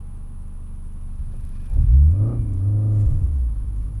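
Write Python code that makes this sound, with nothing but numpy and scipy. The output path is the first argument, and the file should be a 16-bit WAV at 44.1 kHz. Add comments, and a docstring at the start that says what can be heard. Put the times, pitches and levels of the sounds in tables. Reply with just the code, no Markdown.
"""Revving a parked car

From inside, a four-cylinder engine idles, is revved and held, then drops back with a burble.
Its firings make a boom and a drone, pulse the rushing gas and ring the exhaust and intake.
Something ticks just before the rev, with a faint whirr; the cabin adds small clicks and a rustle.
Outside, insects keep up a thin high hiss and one of them chirps."""
import sys
import numpy as np
from scipy import signal
from scipy.fft import rfft, irfft
from scipy.io import wavfile
from scipy.ndimage import uniform_filter1d

SR = 44100
rng = np.random.default_rng(int(sys.argv[2]) if len(sys.argv) > 2 else 0)


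def wav_record(signal):
    """Record a signal, one row per channel, as 16-bit PCM in the file named by sys.argv[1]."""
    frames = np.transpose(np.atleast_2d(signal))
    bounded = np.clip(frames, -1, 1)
    # unit amplitude maps onto the largest positive 16-bit level
    quanta = np.round(bounded * 32767).astype(np.int16)
    wavfile.write(sys.argv[1], SR, quanta)


N = 176400
T = np.arange(N) / SR
FREQS = np.fft.rfftfreq(N, 1 / SR)
WAVER_HZ = 11  # how fast the engine and the whirr waver


def amp(db):
    """Turns decibels into a gain."""
    return 10 ** (np.asarray(db) / 20)


def unit(x):
    """Scales a sound to an average power of 1."""
    return x / np.sqrt(np.mean(abs(x) ** 2) + 1e-20)


def curve(table, column=1):
    """One column of a table, joined by straight lines in time."""
    table = np.array(table)
    return np.interp(T, table[:, 0], table[:, column])


def colour(spectrum, hz):
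    """Gain of a spectrum at the given frequencies."""
    points_hz, db = np.transpose(spectrum)
    return amp(np.interp(np.log(hz + 1), np.log(points_hz), db))


def shaped(x, spectrum):
    """Filters a sound by a spectrum that falls away beyond its ends."""
    low_cut = np.minimum(FREQS / spectrum[0][0], 1) ** 2
    high_cut = np.minimum(spectrum[-1][0] / (FREQS + 1), 1) ** 2
    return unit(irfft(rfft(x) * colour(spectrum, FREQS) * low_cut * high_cut, N))


def noise(spectrum):
    """Noise with a given spectrum."""
    return shaped(rng.standard_normal(N), spectrum)


def resonance(x, hz, width_hz):
    """Lets a sound ring around one frequency, at a power of 1."""
    return unit(irfft(rfft(x) / (1 + 1j * (FREQS - hz) / (width_hz / np.sqrt(2))) ** 2, N))


def drift(rate_hz, points=4000):
    """A smooth random wobble; its real and imaginary parts wander separately."""
    draws = rng.standard_normal((points, 2)) @ [1, 1j]
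    hz = np.fft.fftfreq(points, N / SR / points)
    wobble = np.fft.ifft(draws * np.exp(-(hz / rate_hz) ** 2))
    return unit(np.interp(T, np.linspace(0, N / SR, points), wobble))


def swell(start, rise):
    """Rises to 1 in the given time, then dies away."""
    age = np.clip((T - start) / rise, 0, 50)
    return age * np.exp(1 - age)


def bursts(events, spectrum, length_s):
    """Short dry bursts of noise that peak at the listed times."""
    rise = length_s / 2
    return noise(spectrum) * sum(amp(db) * swell(time - rise, rise) for time, db in events)


def grainy(spectrum, levels, grain_db=3):
    """Flickering noise that follows a level curve."""
    return unit(noise(spectrum) * amp(grain_db * drift(rate_hz=40).real)) * amp(curve(levels))


# Tone of the background (frequency [Hz], gain [dB])
AIR_SPECTRUM = [(200, 7), (450, -3), (700, -8.5), (1100, -4.5), (1900, -20), (2800, -21), (5000, -30.5),
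                (12000, -40.5), (17000, -35)]


def air(level_db=-56):
    """A soft, steady background rush."""
    return amp(level_db) * noise(AIR_SPECTRUM)


# Tone of the insect chorus (frequency [Hz], gain [dB])
CHORUS_SPECTRUM = [(7000, -32), (8900, -12), (10250, 0), (10600, -7), (11800, -26)]


def insects(chorus_db=-65.5, chirp_db=-72.5, chirp_hz=8520, chirp_s=.055, pulses_per_s=140):
    """A steady high chorus and one nearer insect's pulsed chirps."""
    gaps = .196 + .044 * np.exp(-np.arange(13) / 2.2)  # seconds; the chirps speed up, then settle
    starts = .145 + np.cumsum(gaps) - gaps
    arches = sum(np.sqrt(np.maximum(1 - (2 * (T - start) / chirp_s - 1) ** 2, 0)) for start in starts)
    tone = (drift(rate_hz=130) * np.exp(2j * np.pi * chirp_hz * T)).real
    trill = unit(tone * (1 + np.cos(2 * np.pi * pulses_per_s * T)))
    return amp(chirp_db) * arches * trill + amp(chorus_db) * noise(CHORUS_SPECTRUM)


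# How loud the rustle is (time [s], level [dB])
RUSTLE_LEVELS = [(0, -84.5), (2.891, -75), (2.96, -65), (3.1, -64.5), (3.55, -75.5)]
# Tone of the rustle and the crackle (frequency [Hz], gain [dB])
RUSTLE_SPECTRUM = [(2000, 5.5), (4500, -5), (7500, 2), (17000, -12)]


def rustle():
    """A light rustle in the cabin, loudest as the engine drops back."""
    return grainy(RUSTLE_SPECTRUM, RUSTLE_LEVELS)


def crackle(ticks_per_s=45, level_db=-80):
    """Faint stray ticks in the cabin: tiny soft bursts of random size."""
    sizes = np.sqrt(rng.exponential(size=N)) * (rng.random(N) < ticks_per_s / SR)
    return amp(level_db) * unit(noise(RUSTLE_SPECTRUM) * uniform_filter1d(sizes, size=64))


# Each click (time [s], level [dB])
CLICK_EVENTS = [(2.1133, -64.5), (2.5374, -62)]
# Tone of a click (frequency [Hz], gain [dB])
CLICK_SPECTRUM = [(4800, 3), (7500, 13), (10000, -3)]


def clicks():
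    """Two small, bright clicks in the cabin."""
    return bursts(CLICK_EVENTS, CLICK_SPECTRUM, length_s=.0058)


# Each knock (time [s], level [dB])
KNOCK_EVENTS = [(1.34, -48), (1.772, -37.5)]
# Tone of a knock (frequency [Hz], gain [dB])
KNOCK_SPECTRUM = [(280, 8), (640, -5), (850, -19)]


def knocks():
    """Two dull knocks."""
    return bursts(KNOCK_EVENTS, KNOCK_SPECTRUM, length_s=.015)


# Each tick (time [s], level [dB])
TICK_EVENTS = [(1.3672, -58), (1.4091, -56), (1.451, -53.5), (1.4922, -56), (1.618, -58.5), (1.658, -55),
               (1.6983, -55), (1.7366, -55.5)]
# Tone of a tick (frequency [Hz], gain [dB])
TICK_SPECTRUM = [(4500, -12), (9000, -5), (11500, 1), (13400, -15)]


def ticks():
    """Sharp ticks just before the rev, at the pace of the idle firings."""
    return bursts(TICK_EVENTS, TICK_SPECTRUM, length_s=.0017)


# How loud the hiss is (time [s], level [dB])
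HISS_LEVELS = [(0, -86), (.9, -78.5), (1.5, -66), (1.94, -66), (2.04, -74.5)]
# Tone of the hiss (frequency [Hz], gain [dB])
HISS_SPECTRUM = [(1640, 4), (2050, -5), (3000, -7.5), (3500, -5.5), (4100, -8.5), (5600, -9.5),
                 (6800, -17.5)]


def hiss():
    """An airy hiss that grows before the rev."""
    return grainy(HISS_SPECTRUM, HISS_LEVELS)


def thin_tone(hz=819, start_db=-66, fade_db_per_s=17.5):
    """A thin tone dying away at the start."""
    return np.sqrt(2) * amp(start_db - fade_db_per_s * T) * np.sin(2 * np.pi * hz * T)


# How loud the whirr is (time [s], level [dB])
WHIRR_LEVELS = [(.9, -90), (1.65, -70.5), (2.05, -75), (2.5, -70.5), (2.7, -90.5)]


def whirr(start_hz=2450, sag_hz_per_s=300, patchy_db=3):
    """A faint, patchy whirr whose pitch sinks from the rev on."""
    hz = start_hz - sag_hz_per_s * np.maximum(T - 2, 0)
    tone = (drift(rate_hz=150) * np.exp(2j * np.pi * np.cumsum(hz) / SR)).real
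    patches = amp(patchy_db * drift(WAVER_HZ).real)
    return unit(tone * patches) * amp(curve(WHIRR_LEVELS))


def groan(start_s=1.68, hz=98, sag_per_s=.3, harmonic_db=-59.5):
    """A short groan as the throttle opens: four harmonics of a low, sinking pitch."""
    turns = np.cumsum(hz * np.exp(-sag_per_s * (T - start_s))) / SR
    harmonics = sum(np.cos(2 * np.pi * (k * turns + rng.random())) for k in (5, 6, 8, 9))
    return amp(harmonic_db) * swell(start_s, rise=.045) * harmonics


# How hard the car shakes (time [s], level [dB])
SHAKE_LEVELS = [(1.08, -44), (1.2, -34), (1.66, -37.5), (1.8, -18), (2.15, -30), (2.42, -26.5),
                (3.02, -33.5), (3.1, -17.5), (3.4, -31.5)]
# Tone of the shaking (frequency [Hz], gain [dB])
SHAKE_SPECTRUM = [(16, -8), (27, 5), (140, -7.5), (200, -25.5), (400, -44.5)]


def body_shake():
    """The car's body shakes with a deep rumble."""
    return noise(SHAKE_SPECTRUM) * amp(curve(SHAKE_LEVELS))


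# Each exhaust thud (time [s], level [dB])
THUD_EVENTS = [(1.123, -30), (1.194, -21.5), (2.384, -15.5), (2.508, -21.5), (3.064, -8), (3.228, -11),
               (3.642, -17)]


def exhaust_thuds(hz=58.5, rise_s=.012):
    """Low thuds: stumbles at idle and pops as the throttle shuts."""
    return sum(amp(db) * swell(start, rise_s) * np.sin(2 * np.pi * hz * (T - start))
               for start, db in THUD_EVENTS)


def cylinder_buzz(phase, cylinders=4):
    """A rough buzz that repeats once all the cylinders have fired."""
    cycle = irfft(np.exp(2j * np.pi * rng.random(256)))
    position = phase / (2 * np.pi * cylinders) % 1
    return np.sqrt(curve(FIRINGS)) * np.interp(position, np.linspace(0, 1, len(cycle)), cycle)


# How loud the gas rushes as the throttle opens and shuts (time [s], level [dB])
THROTTLE_LEVELS = [(0, -67), (1.65, -59.5), (2.12, -47), (2.23, -36.5), (2.33, -35), (2.42, -49),
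                   (2.6, -45.5), (2.84, -40.5), (3.18, -44), (3.5, -52.5)]
# Tone of the gas (frequency [Hz], gain [dB])
GAS_SPECTRUM = [(150, 3.5), (290, 0.5), (400, -9.5), (760, -18.5), (1280, -24), (1480, -34.5)]


def gas_roar(phase, rasp=1.5, pulsing=.5):
    """Rushing, rasping gas, pulsed by each firing."""
    gas = unit(noise(GAS_SPECTRUM) + rasp * shaped(cylinder_buzz(phase), GAS_SPECTRUM))
    return unit(gas * (1 + pulsing * np.cos(phase))) * amp(curve(THROTTLE_LEVELS))


# How loud the exhaust growls (time [s], level [dB])
GROWL_LEVELS = [(2.05, -68), (2.21, -39.5), (2.55, -38), (2.62, -42), (3.2, -48), (3.5, -56)]
# Where the intake rings (frequency [Hz], width [Hz], level at full throttle [dB])
BARK_RESONANCES = [(545, 100, -44), (1201.3, 105, -54)]


def growl_and_bark(phase, bark_db_per_throttle_db=1.61):
    """Unequal cylinders ring the exhaust's growl and, at wide throttle, the intake's bark."""
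    buzz, throttle_db = cylinder_buzz(phase), curve(THROTTLE_LEVELS)
    growl = resonance(buzz, hz=242, width_hz=65) * amp(curve(GROWL_LEVELS))
    bark = sum(amp(db) * resonance(buzz, hz, width) for hz, width, db in BARK_RESONANCES)
    return growl + bark * amp(bark_db_per_throttle_db * (throttle_db - throttle_db.max()))


# How fast and loud the engine runs
# (time [s], firing rate [Hz], firing tone [dB], its octave [dB], base level of other overtones [dB])
FIRINGS = [(0, 24.46, -33, -45, -38), (1.66, 24.5, -29, -49, -36), (1.72, 19.2, -29, -22.5, -36),
           (1.78, 32.8, -14, -15.5, -35), (1.86, 44, -21, -23.5, -42), (1.95, 66.6, -9.5, -24.5, -47),
           (2.09, 78, -12.5, -29.5, -47), (2.17, 100.3, -20.5, -50, -44), (2.22, 103.6, -15, -37, -41),
           (2.32, 120, -25, -37.5, -40), (2.42, 111, -25.5, -50.5, -50), (2.56, 91, -24.5, -56, -52),
           (2.68, 101.6, -17.5, -45, -44), (2.85, 106.5, -19, -39, -41), (3.04, 102.8, -16, -40, -43),
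           (3.08, 99.4, -26, -49.5, -52), (3.25, 85, -24, -50, -51), (3.4, 63, -18, -61, -56),
           (3.57, 49.4, -25.5, -37, -52), (4, 51.6, -28, -33.5, -50)]
# How the cabin boosts or dulls those other overtones (frequency [Hz], gain [dB])
CABIN_RESPONSE = [(70, 0), (95, -10), (120, -4.5), (150, -6.5), (215, 2), (320, -2), (400, -13), (540, -1),
                  (700, -7.5)]


def engine_boom(phase):
    """The firings blend into a deep tone, with its octave and third harmonic."""
    tone = amp(curve(FIRINGS, column=2)) * np.cos(phase)
    octave = amp(curve(FIRINGS, column=3)) * np.cos(2 * phase)
    cabin_gain = colour(CABIN_RESPONSE, 3 * curve(FIRINGS))
    third = amp(curve(FIRINGS, column=4)) * cabin_gain * np.cos(3 * phase)
    return np.sqrt(2) * (third - tone - octave)


def engine_drone(phase, waver_depth=.25):
    """Wavering multiples of the firing rate fill the cabin; unequal cylinders add in-between ones."""
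    rate, drone = curve(FIRINGS), np.zeros(N)
    idling = 1 - (rate - rate.min()) / np.ptp(rate)  # 1 at the slowest, 0 at the fastest
    between_db = -4.5 - 17 * idling
    fall_db = 4 - .5 * idling  # lost with each harmonic above the third
    for multiple in np.r_[.5, 1.5, 2.5, 4:11]:
        share = amp(between_db if multiple % 1 else -fall_db * (multiple - 3))
        waver = waver_depth * drift(WAVER_HZ)
        tone = np.cos(multiple * (phase + waver.imag / 2) + 2 * np.pi * rng.random())
        drone += share * colour(CABIN_RESPONSE, multiple * rate) * (1 + waver.real) * tone
    return np.sqrt(2) * drone * amp(curve(FIRINGS, column=4))


def firing_phase(jitter=.005):
    """An angle that turns once per firing, with a slightly unsteady crank."""
    rate = curve(FIRINGS) * (1 + jitter * drift(WAVER_HZ).real)
    return 2 * np.pi * np.cumsum(rate) / SR


def scene():
    """Adds the engine, the small sounds and the background into one channel."""
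    phase = firing_phase()
    engine = engine_boom(phase) + engine_drone(phase) + gas_roar(phase) + growl_and_bark(phase)
    engine += whirr() + thin_tone() + exhaust_thuds() + body_shake()
    small_sounds = ticks() + clicks() + knocks() + groan()
    background = rustle() + hiss() + air() + crackle() + insects()
    return (engine + small_sounds + background)[None]


def record(dry, fade_s=.006, cutoff_hz=17000):
    """Fades both ends and cuts the highest treble."""
    to_nearest_end = np.minimum(T, T[::-1])
    fade = np.sin(np.pi / 2 * np.minimum(to_nearest_end / fade_s, 1)) ** 2
    low_pass = signal.firwin(511, cutoff_hz, window=("kaiser", 9), fs=SR)
    return signal.oaconvolve(dry * fade, low_pass[None], "same")


dry = scene()
out = record(dry)
wav_record(out)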